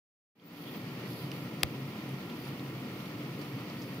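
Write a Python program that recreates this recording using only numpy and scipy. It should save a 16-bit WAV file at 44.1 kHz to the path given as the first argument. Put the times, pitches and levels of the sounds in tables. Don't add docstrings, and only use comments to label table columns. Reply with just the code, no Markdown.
import sys
import numpy as np
from scipy import signal
from scipy.fft import rfft, irfft
from scipy.io import wavfile

SR = 44100
rng = np.random.default_rng(int(sys.argv[2]) if len(sys.argv) > 2 else 0)


def output_pcm(signal):
    pcm = np.clip(np.atleast_2d(signal).T, -1, 1) * 32767
    wavfile.write(sys.argv[1], SR, np.round(pcm).astype(np.int16))


def linear_from_db(decibels):
    return 10 ** (np.asarray(decibels, float) / 20)


N = 176400


def at_hz(points, hz):
    p = np.array(points)
    return np.interp(np.log(hz + 1), np.log(p[:, 0]), p[:, 1])


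def rms_one(x):
    return x / np.sqrt(np.mean(x ** 2) + 1e-20)


def closed(points):
    (low_hz, low_db), (high_hz, high_db) = points[0], points[-1]
    return [(low_hz / 2, low_db - 40)] + list(points) + [(high_hz * 1.3, high_db - 40)]


def colour(x, spectra):
    hz = np.arange(N // 2 + 1) * SR / N
    gains = [linear_from_db(at_hz(closed(s), hz)) for s in spectra]
    return irfft(rfft(x) * gains, N) * np.sqrt(SR / 2)


def drift(rate_hz):
    r = np.exp(-80 * np.pi * rate_hz / SR)
    slow = signal.lfilter([1], [1, -2 * r, r * r], rng.standard_normal(N // 40 + 2002))[2000:]
    return np.interp(np.arange(N) / 40, np.arange(len(slow)), rms_one(slow))


def ring(x, hz, t60):
    r, w = linear_from_db(-60 / (t60 * SR)), 2 * np.pi * hz / SR
    return signal.lfilter([0, np.sin(w)], [1, -2 * r * np.cos(w), r * r], x + 1e-18)


def width_t60(width_hz):
    return np.log(1000) / np.pi / width_hz


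def ring_twice(x, hz, width_hz):
    t60 = width_t60(width_hz)
    return rms_one(ring(ring(x, hz, t60), hz, t60))


# pitch_hz, direct share [0-1]
DIRECT_SHARE = [(40, 1), (110, .99), (400, 1), (1200, 0.72), (1650, 0.36), (1900, 0.02), (3000, 0.17),
                (6000, 0)]


def port_noise():
    left_lead_s = 0.00011
    hz = np.arange(N // 2 + 1) * SR / N
    share = np.clip(at_hz(DIRECT_SHARE, hz), 0, 1)
    direct, left, right = rfft(rng.standard_normal((3, N)))
    late = np.exp(-2j * np.pi * hz * left_lead_s)
    direct_pair = direct * [late ** 0, late]
    return irfft(np.sqrt(share) * direct_pair + np.sqrt(1 - share) * np.array([left, right]), N)


# pitch_hz, level_db [dB per Hz]
HUM_SPECTRUM = [(60, -60), (108, -7), (120, -2), (133, -3.5), (246, -4.5), (299, -6), (354, -10),
                (680, -29)]
# pitch_hz, width_hz, level_db [rms]
BOX_RINGS = [(177, 16, -51), (212, 14, -55), (250, 16, -55), (295, 16, -50), (345, 14, -57), (392, 16, -59),
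             (440, 18, -61), (477, 22, -59), (532, 18, -62), (590, 22, -66), (720, 40, -63), (830, 40, -67)]
# pitch_hz, width_hz, level_db [rms]
PIPE_RINGS = [(989, 22, -64), (1100, 40, -67), (1216, 30, -65), (1300, 30, -67), (1369, 9, -65),
              (1876, 55, -62), (2174, 40, -67), (2320, 45, -66), (2544, 60, -66), (2834, 70, -67),
              (3145, 70, -70), (5330, 110, -77), (7390, 60, -85)]
# start_s, pitch_hz, level_db
BLADE_TONE_PATH = [(0.5, 129.6, -69), (0.6, 128.9, -60), (0.69, 140.0, -56), (1.11, 142.1, -51.5),
                   (1.26, 134.3, -38.5), (1.52, 133.7, -52.5), (1.71, 127.6, -52), (1.83, 136.6, -37),
                   (1.98, 134.9, -51), (2.13, 134.2, -38.5), (2.26, 135.9, -52), (2.37, 130.7, -58),
                   (2.53, 136.8, -43), (3.16, 127.6, -49), (3.43, 141.0, -47), (3.57, 132.8, -40.5),
                   (3.69, 137.5, -56), (4.0, 131.4, -51)]
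# pitch_hz, level_db [dB per Hz]
RUMBLE_SPECTRUM = [(22, -93), (50, -95), (62, -90), (70, -92.5), (88, -78.5), (108, -82.5)]


def box():
    hum = rms_one(colour(port_noise(), [HUM_SPECTRUM, HUM_SPECTRUM]))
    hum = hum * linear_from_db(-44 + 0.27 * drift(2.5)) * linear_from_db([[.3], [-.3]])

    gusts = port_noise(), port_noise()
    blade_mode = (134.5, 10, -54)
    rings = 0
    for k, (hz, width_hz, db) in enumerate([blade_mode] + list(BOX_RINGS) + list(PIPE_RINGS)):
        rings = rings + linear_from_db(db) * rms_one(ring(gusts[k % 2], hz, width_t60(width_hz)))
    rings = signal.sosfilt(signal.butter(8, 112, "high", fs=SR, output="sos"), rings)

    t = np.arange(N) / SR
    s, hz, db = np.transpose(BLADE_TONE_PATH)
    phase = 2 * np.pi * np.cumsum(np.interp(t, s, hz)) / SR
    tone = linear_from_db(np.interp(t, s, db) + 0.5 * drift(4.3)) * np.sin(phase)

    floor = port_noise() + 0.2 * rng.standard_normal((2, N))
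    return hum + rings + tone + colour(floor, [RUMBLE_SPECTRUM, RUMBLE_SPECTRUM])


# pitch_hz, level_db [dB per Hz]
RUSH_LEFT = [(400, -76), (650, -83.5), (1300, -82), (1620, -91), (2100, -84), (3000, -89.5), (4300, -91),
             (8300, -108)]
# pitch_hz, level_db [dB per Hz]
RUSH_RIGHT = [(500, -82), (1300, -85.5), (1620, -87), (2100, -82), (3100, -85), (3900, -91.5), (5800, -95),
              (8000, -110)]


def air():
    rush = colour(port_noise(), [RUSH_LEFT, RUSH_RIGHT]) * linear_from_db(0.35 * drift(3.0) + 0.8 * drift(15.0))
    cavity = ring_twice(rng.standard_normal(N), hz=4650, width_hz=600)
    return rush + cavity * linear_from_db(-62 + 2.0 * drift(3.6)) * linear_from_db([[-14.], [0]])


# pitch_hz, level_db [dB per Hz]
CAMERA_LEFT = [(6000, -115), (8500, -106), (11500, -99), (13300, -97), (15500, -91), (17000, -111)]
# pitch_hz, level_db [dB per Hz]
CAMERA_RIGHT = [(6000, -118), (8500, -108), (10500, -102), (12000, -99), (13200, -108), (16000, -116)]


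def camera_hiss():
    return colour(port_noise(), [CAMERA_LEFT, CAMERA_RIGHT]) * linear_from_db(0.59 * drift(24.0))


# start_s, level_db [peak], pan_db [left minus right], pitch_hz, grainy tail_s [time to fall
# 30 dB]
SHELL_TICKS = [(0.3977, -40, -7, 3150, 0.0034), (0.638, -46, -7, 3100, .005),
               (.694, -44.5, -2, 3400, 0.0067), (1.132, -47, -4, 4640, .01), (1.316, -38, -6, 4470, 0.0063),
               (1.3166, -41, -2, 2780, 0.0036), (1.317, -52, -3, 9000, 0.0018),
               (1.607, -50, -2, 5500, .004), (1.644, -43, 5, 2200, .003), (2.091, -49.5, 3, 10200, .002),
               (2.298, -51, 3, 4160, 0.007), (2.299, -44.5, 0, 3300, 0.0068), (2.452, -51, 0, 9800, .002),
               (2.452, -49, -2, 4630, .01), (2.473, -51, 3, 11400, .002), (2.485, -52, 3, 11400, .002),
               (2.5951, -44, 3, 3880, 0.0061), (2.973, -49, 8, 12000, .002), (3.059, -47, 2, 3500, 0.0074),
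               (3.184, -50, -2, 4680, .01), (3.235, -52, 5, 10100, .002), (3.394, -50, -1, 4530, .015),
               (3.395, -53, 0, 10700, .002), (3.414, -45, -6, 4600, 0.061), (3.414, -54, -2, 8500, .002),
               (3.422, -50.5, 4, 10700, .003), (3.699, -45.5, -9, 4680, 0.018),
               (3.768, -51, 5, 11800, .002), (3.818, -47, -9, 5150, 0.06), (3.83, -48, 12, 14200, .003),
               (3.944, -50, 6, 11000, .003), (3.944, -45, 10, 15000, .002)]


def ticks():
    slip_s, tail_db = .002, -6
    tight_cycles, wide_cycles, wide_db = 22, 4, -2
    out, t = np.zeros((2, N + SR)), np.arange(SR // 20) / SR
    for s, db, pan_db, hz, t60 in SHELL_TICKS:
        grains = rng.standard_normal(len(t)) ** 3 + .8 * rng.standard_normal((2, len(t)))
        slip = grains * (np.exp(-t / slip_s) + linear_from_db(tail_db - 30 * t / t60))
        tight = ring(slip, hz, tight_cycles / hz)
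        wide = ring(ring(slip, hz, wide_cycles / hz), hz, wide_cycles / hz)
        wide = np.diff(wide, prepend=0)
        both = tight / abs(tight).max() + linear_from_db(wide_db) * wide / abs(wide).max()
        i = int(s * SR)
        out[:, i:i + len(t)] += both * linear_from_db(db + pan_db * np.array([[.5], [-.5]]))
    return out[:, :N]


# start_s, pitch_hz, level_db [rms]
WHINE_UP = [
    (.435, 13700, -66),
    (.46, 14700, -45),
    (.48, 15200, -48),
    (.505, 15950, -58),
    (.53, 16300, -80),
]
# start_s, pitch_hz, level_db [rms]
WHINE_DOWN = [
    (0.729, 15900, -66),
    (.75, 15000, -50),
    (.772, 14500, -50),
    (.79, 13100, -72),
    (.808, 11800, -74),
]
# pitch_hz, level_db
WHINE_RIGHT_GAIN = [(11800, 4), (13200, -5), (15000, -14), (16000, -17)]


def motor_whine():
    out, t = np.zeros((2, N)), np.arange(N) / SR
    for glide in (WHINE_UP, WHINE_DOWN):
        s, hz, db = np.transpose(glide)
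        pitch_hz = np.interp(t, s, hz)
        phase = 2 * np.pi * np.cumsum(pitch_hz + 160 * drift(200.0)) / SR
        level = linear_from_db(np.interp(t, s, db, left=-200, right=-200) + 2.5 * drift(80.0))
        port_gain = linear_from_db([0 * t, at_hz(WHINE_RIGHT_GAIN, pitch_hz)])
        out = out + np.sqrt(2) * level * np.sin(phase) * port_gain
    return out


# [dB per Hz, relative]
EFFORT_LEFT = [(2500, -16), (3300, 0), (4700, -10), (9500, -26), (11300, -5), (12800, -12), (14500, 1),
               (15600, -12)]
# [dB per Hz, relative]
EFFORT_RIGHT = [(2500, -14), (3300, 0), (4700, 0), (7000, -20), (9500, -14), (11900, 0), (13100, -16),
                (15000, -26)]
# pitch_hz, width_hz, pan_db [left minus right]
MOTOR_WHISTLES = [(11400, 1300, 11), (14500, 440, 12)]
# start_s, length_s, hiss level_db, lower whistle level_db, upper whistle level_db
MOTOR_RUNS = [
    (0.454, 0.39, -60, -63, -57),
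    (1.007, 0.31, -56, -62.5, -74),
    (1.275, 0.19, -59, -75, -77),
    (2.326, 0.22, -63, -63, -59),
    (2.93, 0.19, -58.5, -72, -80),
    (3.366, 0.17, -60, -79, -74),
    (3.66, 0.51, -65, -74, -76),
]


def motor_runs():
    t = np.arange(N) / SR
    levels = 0
    for s, length_s, *db in MOTOR_RUNS:
        from_edge_s = np.minimum(t - s, s + length_s - t)
        levels = levels + linear_from_db(db)[:, None] * np.clip(from_edge_s / (.3 * length_s), 0, 1)
    swell, *whistle_levels = levels
    out = swell * linear_from_db(2.0 * drift(19.0)) * rms_one(colour(port_noise(), [EFFORT_LEFT, EFFORT_RIGHT]))
    for level, (hz, width_hz, pan_db) in zip(whistle_levels, MOTOR_WHISTLES):
        whistle = ring_twice(port_noise(), hz, width_hz) * linear_from_db([[0], [-pan_db]])
        out = out + level * linear_from_db(2.0 * drift(30.0)) * whistle
    return out


def gear_grind():
    start_s, length_s = .56, .27
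    t = np.arange(N) / SR
    swell = np.sin(np.pi * np.clip((t - start_s) / length_s, 0, 1))
    return swell * linear_from_db(-58.5 + 3.0 * drift(40.0)) * ring_twice(port_noise(), hz=3300, width_hz=500)


# start_s, left level_db, right level_db, dullness [dB lost per octave]
CRACK_SLIPS = [
    (1.6314, -20, -16, 1),
    (1.6321, -17, -22, 5),
    (1.63292, -8, -15, 1),
    (1.63330, -1, -10, 0),
    (1.63382, -19, -9, 4),
    (1.6344, -12, -22, 5),
]
# pitch_hz, left level_db, right level_db, t60_s
SHELL_MODES = [(1900, -28, -30, .0015), (2750, -7, -6, .002), (3250, -7, -3, .003), (3950, -8, -5, .003),
               (4720, -3, -6, .003), (6200, -14, -12, .001), (8300, -5, -7, .001), (10600, -3, -1, .001),
               (14500, -15, -30, .001)]
# pitch_hz, level_db, t60_s
BODY_MODES = [(336, -16.5, 0.017), (497, -16.5, 0.019), (780, -16, 0.016), (1260, -16.5, 0.01)]


def crack():
    s, *db, dull_db = np.transpose(CRACK_SLIPS)
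    db = np.array(db)
    at = (s * SR).astype(int)
    shell = 0
    for hz, left_db, right_db, t60 in SHELL_MODES:
        clicks = np.zeros((2, N))
        octaves = np.log2(hz / SHELL_MODES[1][0])
        clicks[:, at] = linear_from_db(db - dull_db * octaves + rng.standard_normal((2, len(s))))
        shell = shell + ring(clicks, hz, t60) * linear_from_db([[left_db], [right_db]])
    shell = signal.sosfilt(signal.butter(2, 1300, "high", fs=SR, output="sos"), shell)

    body_late_s = .0005
    main = np.argmax(db[0])
    hits = np.zeros((2, N))
    hits[:, at[main] + int(body_late_s * SR)] = -linear_from_db(db[:, main])
    body = 0
    for k, (hz, mode_db, t60) in enumerate(BODY_MODES):
        body = body + linear_from_db(mode_db) * ring(hits, hz, t60) * (-1) ** k
    body = signal.lfilter(*signal.butter(2, 300, "high", fs=SR), body)
    return linear_from_db(-6) * shell + linear_from_db(-4.5) * body


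def push():
    start_s, pitch_hz, right_late_s = 1.6345, 90, .002
    click = np.zeros(N)
    click[int(start_s * SR)] = 1
    soft = signal.lfilter(*signal.butter(2, 160, fs=SR), click)
    knock = ring(soft, pitch_hz, t60=0.15)
    knock = signal.lfilter(*signal.butter(2, pitch_hz / 2, "high", fs=SR), knock)
    knock = linear_from_db(-32.5) * knock / abs(knock).max()
    return np.array([knock * linear_from_db(-3.0), np.roll(knock, int(right_late_s * SR))])


def scene():
    fan = box() + air()
    camera = camera_hiss() + ticks() + motor_whine() + motor_runs() + gear_grind()
    return fan + camera + crack() + push()


def low_pass(x):
    return signal.sosfilt(signal.butter(12, 17010, fs=SR, output="sos"), x)


def record(dry):
    start_s, step_db, rise_s = 0.35, -28.5, 0.13
    bass_hz, bass_late_share, bass_rise_s = 132, .8, 0.37
    since = np.maximum(np.arange(N) / SR - start_s, 0)
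    bass = signal.sosfiltfilt(signal.butter(2, bass_hz, fs=SR, output="sos"), dry)
    opened = dry - bass_late_share * np.exp(-since / bass_rise_s) * bass
    gain = linear_from_db(step_db * np.exp(-since / rise_s)) * np.clip(since / .006, 0, 1)
    limited = 2 * np.tanh(opened * gain / 2)
    band_edge = signal.cheby2(16, 45, 15950, fs=SR, output="sos")
    return low_pass(signal.sosfilt(band_edge, limited))


dry = scene()
out = record(dry)
output_pcm(out)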